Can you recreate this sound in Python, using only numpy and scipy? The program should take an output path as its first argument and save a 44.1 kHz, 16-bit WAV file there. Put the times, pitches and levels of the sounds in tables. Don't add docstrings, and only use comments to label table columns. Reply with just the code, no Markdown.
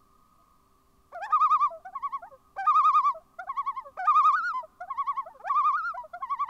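import sys
import numpy as np
from scipy import signal
from scipy.fft import rfft, irfft, next_fast_len
from scipy.io import wavfile
from scipy.ndimage import uniform_filter1d

SR = 44100
rng = np.random.default_rng(int(sys.argv[2]) if len(sys.argv) > 2 else 0)


def waveform_to_disk(signal):
    frames = np.transpose(np.atleast_2d(signal))
    scaled = np.clip(frames, -1, 1) * 32767
    samples = np.round(scaled).astype(np.int16)
    wavfile.write(sys.argv[1], SR, samples)


N = 286209

# frequency in Hz, relative level in dB.
FLOOR_SPECTRUM = [(30, -2.5), (70, -3.5), (110, -10.5), (260, -9.5), (360, -19), (460, -20.5), (650, -19),
                  (1400, -26), (2500, -31), (15600, -33.5)]
FLOOR_DB = -66.5
# frequency in Hz, rms level in dB.
HUM_TONES = [(390, -77.5), (269.5, -80)]
# start in seconds, end in seconds.
HUM_SPANS = [(-.1, 0.23), (.57, 2.77), (2.88, 4.3), (4.53, 5.75), (6.13, 6.46)]
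# time in seconds, level in dB.
TRILL_LEVELS = [(0, -92), (.95, -90), (1.05, -105)]
# delay in seconds, relative level in dB.
SHORE_DECAY = [(.02, -0.5), (.15, 1.5), (.4, -5), (.9, 2.5), (1.3, -6), (2.2, -9), (3.001, -27)]
# frequency in Hz, gain in dB.
ECHO_COLOUR = [(780, 2.5), (980, 2), (1250, -7), (1520, -3.5), (2300, -11)]
ECHO_DB, EARLIER_DB = -33, -0.5
# start in seconds, peak level in dB, pitch in Hz, length in seconds.
DRIP_EVENTS = [(0.384, -65, 679, 0.041), (4.39, -61, 263.5, 0.05), (4.538, -59.5, 271, 0.026)]
# start in seconds, gain in dB.
VOICE_SNAPS = [(1.148, -50)]

# frequency in Hz, gain in dB.
NEAR_PATH = [(400, -15.5), (600, 2.5), (820, 0), (930, -8.5), (1050, -1), (1150, -1.57), (1250, -1.5),
             (1500, -11), (1950, -18.5), (2450, -18), (2800, -40.5), (3100, -32), (3400, -31.5),
             (3750, -31), (4200, -33), (5000, -32), (6000, -38), (7500, -41.5), (8300, -49.5),
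             (14000, -53.5)]
FAR_PATH = [(500, -3.5), (720, -7.5), (860, -10), (910, -9.5), (965, -22), (1030, -7), (1150, -0.5),
            (1500, -12.5), (1800, -19.5), (2250, -26.5), (2850, -40), (3200, -29.5), (3500, -33),
            (6000, -39.5), (11000, -55)]
# partial 2 in dB, partial 3 in dB, partial 4 in dB, partial 5 in dB, all higher in dB.
NEAR_OVERTONES = [(6.5, 0.43, 2.6, -6.5, 0.5), (-4, 5, -3, 3.5, 2.5), (-4.5, 4.4, -0.2, -2, -3.5)]
FAR_OVERTONES = [(4, 0.53, -11, 1.2, 2), (4.5, 2.2, 0.5, 1.5, -.3)]
NEAR_SLACK = [0.011, 0.74, 0.93, -.6, 0.012]
FAR_SLACK = [0.084, 0.79, 0.55, 0.3]
REGISTER_BREAKS_HZ = [975, 1350]
# start in seconds, end in seconds, roughness from 0 to 1.
CRACKS = [(1.112, 1.147, .15), (1.263, 1.321, .2), (2.553, 2.58, .15), (3.963, 3.99, .15)]
NOTE_SHAPES = { "glide": [(0, 0.04, -13.5, -3.5), (.55, .8, -1.5, 5), (1, 1, -4, 1.5)],
               "hoot": [(0, 0.53, 0.5, 0.5), (.46, 1, -2.5, -10.5), (1, 0, -32, -16)],
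               "pickup": [(0, 0.058, -28, 1), (.6, .45, 2, -2), (1, 1, -3.5, 2)], "climb": [(0, 0, -25, -3),
               (.38, .3, 0, -2), (1, 1, -4, -10)], "drop": [(0, 0.84, 1.5, -1), (.25, .45, -2.5, -11),
               (1, 0, -20, -8)], "hold": [(0, 1, -1, -1.5), (.4, .47, -1.5, -0.9), (1, 0, -21.5, -1.5)],
               "sigh": [(0, 1, -13.5, -2.5), (.4, .4, 1, -2), (1, 0, -29, 1.4)], }
# bird, kind, start in seconds, length in seconds,
# lowest pitch in Hz, highest pitch in Hz, effort in dB, overtone slope in dB per octave.
NOTES = [ ("near", "glide", 1.117, 0.027, 340, 610, -43.5, -6),
         ("near", "hold", 1.706, 0.09, 625, 685, -37, -14.5),
         ("near", "drop", 1.797, .03, 640, 770, -54, -9), ("near", "drop", 3.204, .03, 660, 770, -55, -9),
         ("far", "hoot", 1.849, 0.068, 664, 772, -27.5, -4),
         ("far", "pickup", 1.92, 0.029, 685, 866, -35, -11),
         ("far", "climb", 2.215, .047, 639, 836, -30.5, -8),
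         ("far", "drop", 2.262, 0.032, 844, 1040, -30, -2), ("far", "sigh", 2.305, .075, 495, 597, -42, -9),
         ("near", "glide", 2.559, 0.019, 330, 620, -40, -6.5),
         ("near", "hold", 3.145, 0.055, 620, 670, -38, -13),
         ("far", "hoot", 3.386, 0.076, 580, 766, -27, -1.2),
         ("far", "pickup", 3.463, 0.025, 683, 827, -29, -9),
         ("far", "sigh", 3.84, 0.077, 515, 620, -38.5, -7.5),
         ("near", "glide", 3.967, .021, 400, 680, -38.5, -5),
         ("near", "hold", 4.63, 0.032, 610, 665, -38.5, -11),
         ("far", "hoot", 4.804, 0.065, 634, 736, -25.5, -2.6),
         ("far", "pickup", 4.868, 0.031, 708, 847, -32.5, -12.5),
         ("far", "climb", 5.253, 0.04, 595, 766, -31, -8.5),
         ("far", "drop", 5.296, .044, 855, 990, -33, -3),
         ("far", "sigh", 5.336, .06, 480, 620, -45.5, -5.5),
         ("near", "climb", 5.936, .036, 655, 785, -35.5, -1.5),
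         ("near", "drop", 5.972, 0.07, 935, 1040, -26, -0.33),
         ("near", "hold", 6.037, 0.035, 599, 660, -40, -11),
         ("far", "hoot", 6.133, 0.062, 643, 722, -26.5, -2.3),
         ("far", "pickup", 6.195, 0.031, 666, 865, -35, -12.5), ]
# time in seconds, pitch in Hz, effort in dB, slope in dB per octave.
SAGS = [
    [(1.147, 749, -35.5, -2), (1.188, 655, -36.5, -8), (1.196, 613, -49.5, -6), (1.203, 640, -40, -12),
     (1.225, 782, -32, 0), (1.245, 840, -30, 2.5), (1.263, 915, -29, -0.5)],
    [(1.263, 906, -37, 0), (1.292, 783, -45.5, -8.5), (1.31, 813, -33, -1.5), (1.321, 944, -32.5, 0)],
    [(1.262, 1180, -38, -13), (1.292, 973, -42, -9), (1.319, 1167, -37, -14.5)],
    [(2.58, 781, -29, -1.5), (2.605, 790, -28.5, 0.5), (2.64, 743, -32.5, -6.5), (2.655, 780, -31.5, -0.5),
     (2.666, 948, -31.5, 0)],
    [(3.989, 781, -29, 0), (4.042, 705, -31, -5.5), (4.058, 774, -29.5, 0), (4.07, 928, -29, -1)],
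    [(5.395, 396, -50, -4), (5.417, 443, -43.5, -3), (5.425, 496, -51, -6.5), (5.438, 556, -53.5, -8)],
    [(5.44, 624, -40, -13), (5.48, 810, -28.5, 0.5), (5.495, 944, -30, -1.5)],
]
# (seconds, pitch in Hz).
TREMOLOS = [ ("near", -14, 15.8, -1.45, -23.5, -6, -0.077, -4, [(1.323, 1243), (1.343, 1252),
            (1.391, 975.6), (1.437, 1268), (1.489, 966.5), (1.537, 1261), (1.585, 943), (1.639, 1195),
            (1.69, 932), (1.718, 1010)]),
            ("far", -22.5, 16.3, -0.95, -1.36, -7.5, -0.36, -1.7, [(1.951, 1135), (2.007, 905),
            (2.055, 1145), (2.101, 878), (2.151, 1122), (2.194, 895), (2.212, 852)]),
            ("near", -13.5, 14.55, -2.4, -8, -6, 0.65, -3, [(2.666, 1220), (2.692, 1238), (2.734, 1011),
            (2.78, 1268), (2.828, 1019), (2.874, 1268), (2.926, 981.6), (2.97, 1245), (3.024, 957.4),
            (3.074, 1171), (3.125, 948), (3.143, 915)]),
            ("far", -20.5, 14.4, -1.2, -7.5, -6.5, -1.5, -.1, [(3.49, 1133), (3.548, 897), (3.596, 1141),
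            (3.64, 872), (3.688, 1131), (3.738, 860), (3.784, 1072), (3.825, 886), (3.842, 841)]),
            ("near", -13, 14.6, -1.45, -7, -5, -0.41, -4, [(4.071, 1234), (4.094, 1228), (4.135, 1012),
            (4.183, 1258), (4.229, 1020), (4.273, 1266), (4.323, 1012), (4.346, 1199), (4.358, 1293)]),
            ("near", -14.5, 20.5, 1.27, 2.4, -3, 0.97, -7, [(4.358, 1519), (4.42, 1262), (4.466, 1454),
            (4.533, 1152)]), ("near", -23.5, 36.5, -3, -0.084, -4.5, -11.5, -.1, [(4.533, 1012),
            (4.573, 1030), (4.63, 914)]), ("far", -20, 12, -1.1, -4.5, -8, 0, -0.11, [(4.901, 1118),
            (4.955, 900), (5.005, 1136), (5.049, 889), (5.097, 1145), (5.145, 865), (5.191, 1110),
            (5.232, 890), (5.25, 860)]), ("near", -16.5, 13.5, 0.69, -8, -7.5, 1.1, -1.3, [(5.496, 1180),
            (5.538, 996), (5.584, 1221), (5.63, 1008), (5.674, 1236), (5.724, 1001), (5.75, 1181),
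            (5.768, 1282)]), ("near", -16.5, 24, -.4, -0.45, -5, 0.91, -5, [(5.768, 1471), (5.824, 1229),
            (5.87, 1411), (5.935, 1127)]), ("far", -20.5, 10.2, 1.7, 1.3, -7, -0.5, -0.13, [(6.222, 1105),
            (6.28, 915), (6.326, 1141), (6.372, 907), (6.424, 1172), (6.466, 881), (6.505, 1098)]), ]

DIP_SHARE = .2
DIP_POWER, DULL_S = 1.21, 0.059
BREAK_DB = -3
HALF_DB = -45.5
HIGH_SWELL_S = .0073
RASP, RASP_S = .3, .006
LOW_CLIMB = 1.85

NEAR_VOICE = dict(path=NEAR_PATH, overtones=NEAR_OVERTONES, slack=NEAR_SLACK, low_swell_s=.005,
                  cushion=.2, climb=1.05, flutter_db=1.15, push_db=0.367, reserve_db=3)
FAR_VOICE = dict(path=FAR_PATH, overtones=FAR_OVERTONES, slack=FAR_SLACK, low_swell_s=0.008,
                 cushion=.7, climb=1.6, flutter_db=1.87, push_db=0.54, reserve_db=2)


def gain_of(db):
    return 10 ** (np.asarray(db) / 20)


def evened(x):
    return x / np.sqrt(np.mean(x ** 2) + 1e-20)


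def read(points, hz):
    f, value = np.transpose(points)
    return np.interp(np.log(hz + 1), np.log(f + 1), value)


def add(mix, s, sound):
    part = mix[round(s * SR):][:len(sound)]
    part += sound[:len(part)]


def wander(n, span):
    size = max(round(span * SR), 2)
    smooth = uniform_filter1d(rng.standard_normal(n), size)
    return evened(uniform_filter1d(smooth, size))


def coloured(x, points):
    n = next_fast_len(x.shape[-1])
    gain = gain_of(read(points, np.fft.rfftfreq(n, 1 / SR)))
    return irfft(rfft(x, n) * gain, n)[:x.shape[-1]]


def air_and_hiss():
    return gain_of(FLOOR_DB) * evened(coloured(rng.standard_normal(N), FLOOR_SPECTRUM))


def hum(ramp_s=0.032):
    t = np.arange(N) / SR
    on = sum(np.clip(np.minimum(t - a, b - t) / ramp_s, 0, 1) for a, b in HUM_SPANS)
    tones = 0
    for hz, db in HUM_TONES:
        turns = np.cumsum(hz * (1 + .0015 * wander(N, .08))) / SR
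        level = np.sqrt(2) * gain_of(db + 0.44 * wander(N, 0.048))
        tones += level * np.sin(2 * np.pi * turns)
    return on * tones


def trill(per_s=55, top_hz=4620, drop_hz=400, duty=0.28):
    t = np.arange(N) / SR
    progress = np.minimum((t * per_s) % 1 / duty, 1)
    turns = np.cumsum(top_hz - drop_hz * progress) / SR
    chips = np.sin(np.pi * progress) * np.sin(2 * np.pi * turns)
    level_db = np.interp(t, *np.transpose(TRILL_LEVELS)) + 1.8 * wander(N, .05)
    return gain_of(level_db) * evened(chips)


def shores(calls, lumpy_db=1.0):
    lead = 2 * SR
    t = np.arange(3 * SR) / SR
    delay, db = np.transpose(SHORE_DECAY)
    tail_db = np.interp(t, delay, db, -80) + lumpy_db * wander(len(t), 0.021)
    tail = rng.standard_normal(len(t)) * gain_of(tail_db)
    window = np.abs(np.arange(lead) / SR - 1.585) < .315
    earlier = gain_of(EARLIER_DB) * calls[round(1.4 * SR):][:lead] * window
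    wet = signal.fftconvolve(np.r_[earlier, calls], tail / np.linalg.norm(tail))[lead:lead + N]
    return gain_of(ECHO_DB) * coloured(wet, ECHO_COLOUR)


def drips():
    out = np.zeros(N)
    for s, db, hz, length in DRIP_EVENTS:
        t = np.arange(0, length, 1 / SR)
        add(out, s, gain_of(db) * np.sin(np.pi * t / length) * np.sin(2 * np.pi * hz * t))
    return out


def note(kind, start, length, low_hz, high_hz, effort_db, slope_db):
    share, place, db, tilt_db = np.transpose(NOTE_SHAPES[kind])
    s = start + share * length
    hz = low_hz + place * (high_hz - low_hz)
    return np.transpose([s, hz, effort_db + db, slope_db + tilt_db])


def sagging(curve, step_s=0.0033):
    columns = np.transpose(curve)
    s = np.r_[np.arange(curve[0][0], curve[-1][0] - step_s / 2, step_s), curve[-1][0]]
    return np.transpose([np.interp(s, columns[0], column) for column in columns])


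def tremolo(top_db, dip_db, start_db, end_db, slope_db, dip_slope_db, dull_db, curve):
    s, hz = np.transpose(curve)
    full_hz = hz[:-1].max()
    sag = np.maximum(1 - hz / full_hz, 0) / DIP_SHARE
    effort_db = top_db - dip_db * sag ** DIP_POWER
    effort_db += start_db * (s == s[0]) + end_db * (s == s[-1])
    effort_db += BREAK_DB * (s == s[-2]) * (hz[-1] > full_hz)
    slope_db = slope_db + dip_slope_db * sag + dull_db * np.exp(-(s - s[0]) / DULL_S)
    return np.transpose([s, hz, effort_db, slope_db])


def stretches(bird):
    runs = [tremolo(*row[1:]) for row in TREMOLOS if row[0] == bird]
    notes = [note(*row[1:]) for row in NOTES if row[0] == bird]
    return runs + notes + [sagging(row) for row in SAGS if bird == "near"]


def arches(rows, t, column, rise, fall, cushion=0, dip_s=0.0027):
    s, value = np.array(rows, float)[:, [0, column]].T
    i = np.clip(np.searchsorted(s, t) - 1, 0, len(s) - 2)
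    u = np.clip((t - s[i]) / np.maximum(s[i + 1] - s[i], 1e-3), 0, 1)
    rising = np.sin(np.pi / 2 * u) ** rise
    falling = 1 - np.sin(np.pi / 2 * (1 - u)) ** fall
    falling += cushion * (np.sin(np.pi / 2 * u) ** 2 - falling)
    step = value[i + 1] - value[i]
    joined = value[i] + step * np.where(step > 0, rising, falling)
    return uniform_filter1d(joined, round(dip_s * SR), mode="nearest")


def stretch(rows, path, overtones, slack, low_swell_s, cushion, climb, flutter_db, push_db, reserve_db,
            scoop=.04, ringing=.55, jitter=0.0022):
    start, end = rows[0][0] - .003, rows[-1][0]
    t = np.arange(start, end + .1, 1 / SR)
    register = np.searchsorted(REGISTER_BREAKS_HZ, max(row[1] for row in rows))

    swell_s = HIGH_SWELL_S if register else low_swell_s
    settled = 1 - np.exp(-((t - start) / swell_s) ** 1.7)
    hz = arches(rows, t, column=1, rise=climb if register else LOW_CLIMB, fall=1.2, cushion=cushion)
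    bright_db = push_db * np.gradient(np.log2(hz)) * SR * (register > 0)
    hz = hz * (1 - scoop * np.exp(-(t - start) / 0.0074))
    effort_db = arches(rows, t, column=2, rise=0.85, fall=0.85)
    slope_db = arches(rows, t, column=3, rise=0.16, fall=0.99)

    crack = sum(r * np.clip(np.minimum(t - a, b - t) / 0.0016, 0, 1) for a, b, r in CRACKS)
    rough = crack + RASP * np.exp(-((t - end) / RASP_S) ** 2)
    hz = hz * (1 + jitter * wander(len(t), .004) + .045 * rough * wander(len(t), .0015))
    turns = np.cumsum(hz) / SR + rng.random()

    if register:
        ceiling_db = effort_db.max() - reserve_db
        soft_db = -1.514 * np.logaddexp(-effort_db / 1.461, -ceiling_db / 1.506)
        effort_db = effort_db.max() - ceiling_db + soft_db

    after = np.maximum(t - end, 0)
    stops = np.exp(-(after / .0035) ** 2)
    rings = np.maximum(stops, ringing * np.exp(-after / .014 - ((hz[-1] - 1285) / 60) ** 2))
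    thins = np.exp(-(np.maximum(t - end + .014 * (register > 0), 0) / .009) ** 2)

    half_db = HALF_DB + read(path, hz) - 70 * np.abs(np.log2(hz / 1200))
    voice = gain_of(half_db) * np.sin(3 * np.pi * turns) * (register == 1) * stops
    slack_db = np.maximum(effort_db - effort_db.max(), -12) * [.15, 1, .4][register]
    extra_db = [0, *overtones[register]] + [overtones[register][-1]] * (5 if register else 8)
    for k, db in enumerate(extra_db, 1):
        unsteady_db = np.log2(k) * flutter_db * wander(len(t), 0.0074)
        level_db = db + read(path, k * hz) + slope_db * np.log2(k) + unsteady_db + bright_db * (k > 2)
        level_db += slack[min(k, len(slack)) - 1] * slack_db
        edges = settled * rings if k == 1 else settled ** 2 * stops * thins
        voice += gain_of(level_db) * np.sin(2 * np.pi * k * turns) * (k * hz < SR / 2) * edges

    uneven = 1 + crack * np.cos(2 * np.pi * turns / 3 + .8 * wander(len(t), .004))
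    return start, gain_of(effort_db) * voice * uneven


def loon(bird, voice):
    out = np.zeros(N)
    for rows in stretches(bird):
        add(out, *stretch(rows, **voice))
    return out


def nearby(calls, level_db=-31, fade_s=0.029):
    t = np.arange(SR // 8) / SR
    tail = rng.standard_normal(len(t)) * np.exp(-t / fade_s)
    return gain_of(level_db) * signal.fftconvolve(calls, tail / np.linalg.norm(tail))[:N]


def voice_snaps():
    out = np.zeros(N)
    t = np.arange(300) / SR
    burst = rng.standard_normal(len(t)) * np.exp(-t / 0.00064)
    snap = coloured(burst, [(900, -20), (1400, 11.0), (9000, -5)])
    for s, db in VOICE_SNAPS:
        add(out, s, gain_of(db) * snap)
    return out


def scene():
    calls = loon("near", NEAR_VOICE) + loon("far", FAR_VOICE)
    background = air_and_hiss() + hum() + trill() + drips()
    return (calls + nearby(calls) + shores(calls) + voice_snaps() + background)[None]


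def record(dry, edge_hz=15720, offset=0.00032):
    dry = dry * np.minimum(np.arange(N)[::-1] / 12, 1)
    padded = np.pad(dry + offset, ((0, 0), (255, 255)), "reflect", reflect_type="odd")
    low_pass = signal.firwin(511, edge_hz, window=("kaiser", 9), fs=SR)[None]
    return signal.oaconvolve(padded, low_pass, "valid")


dry = scene()
out = record(dry)
waveform_to_disk(out)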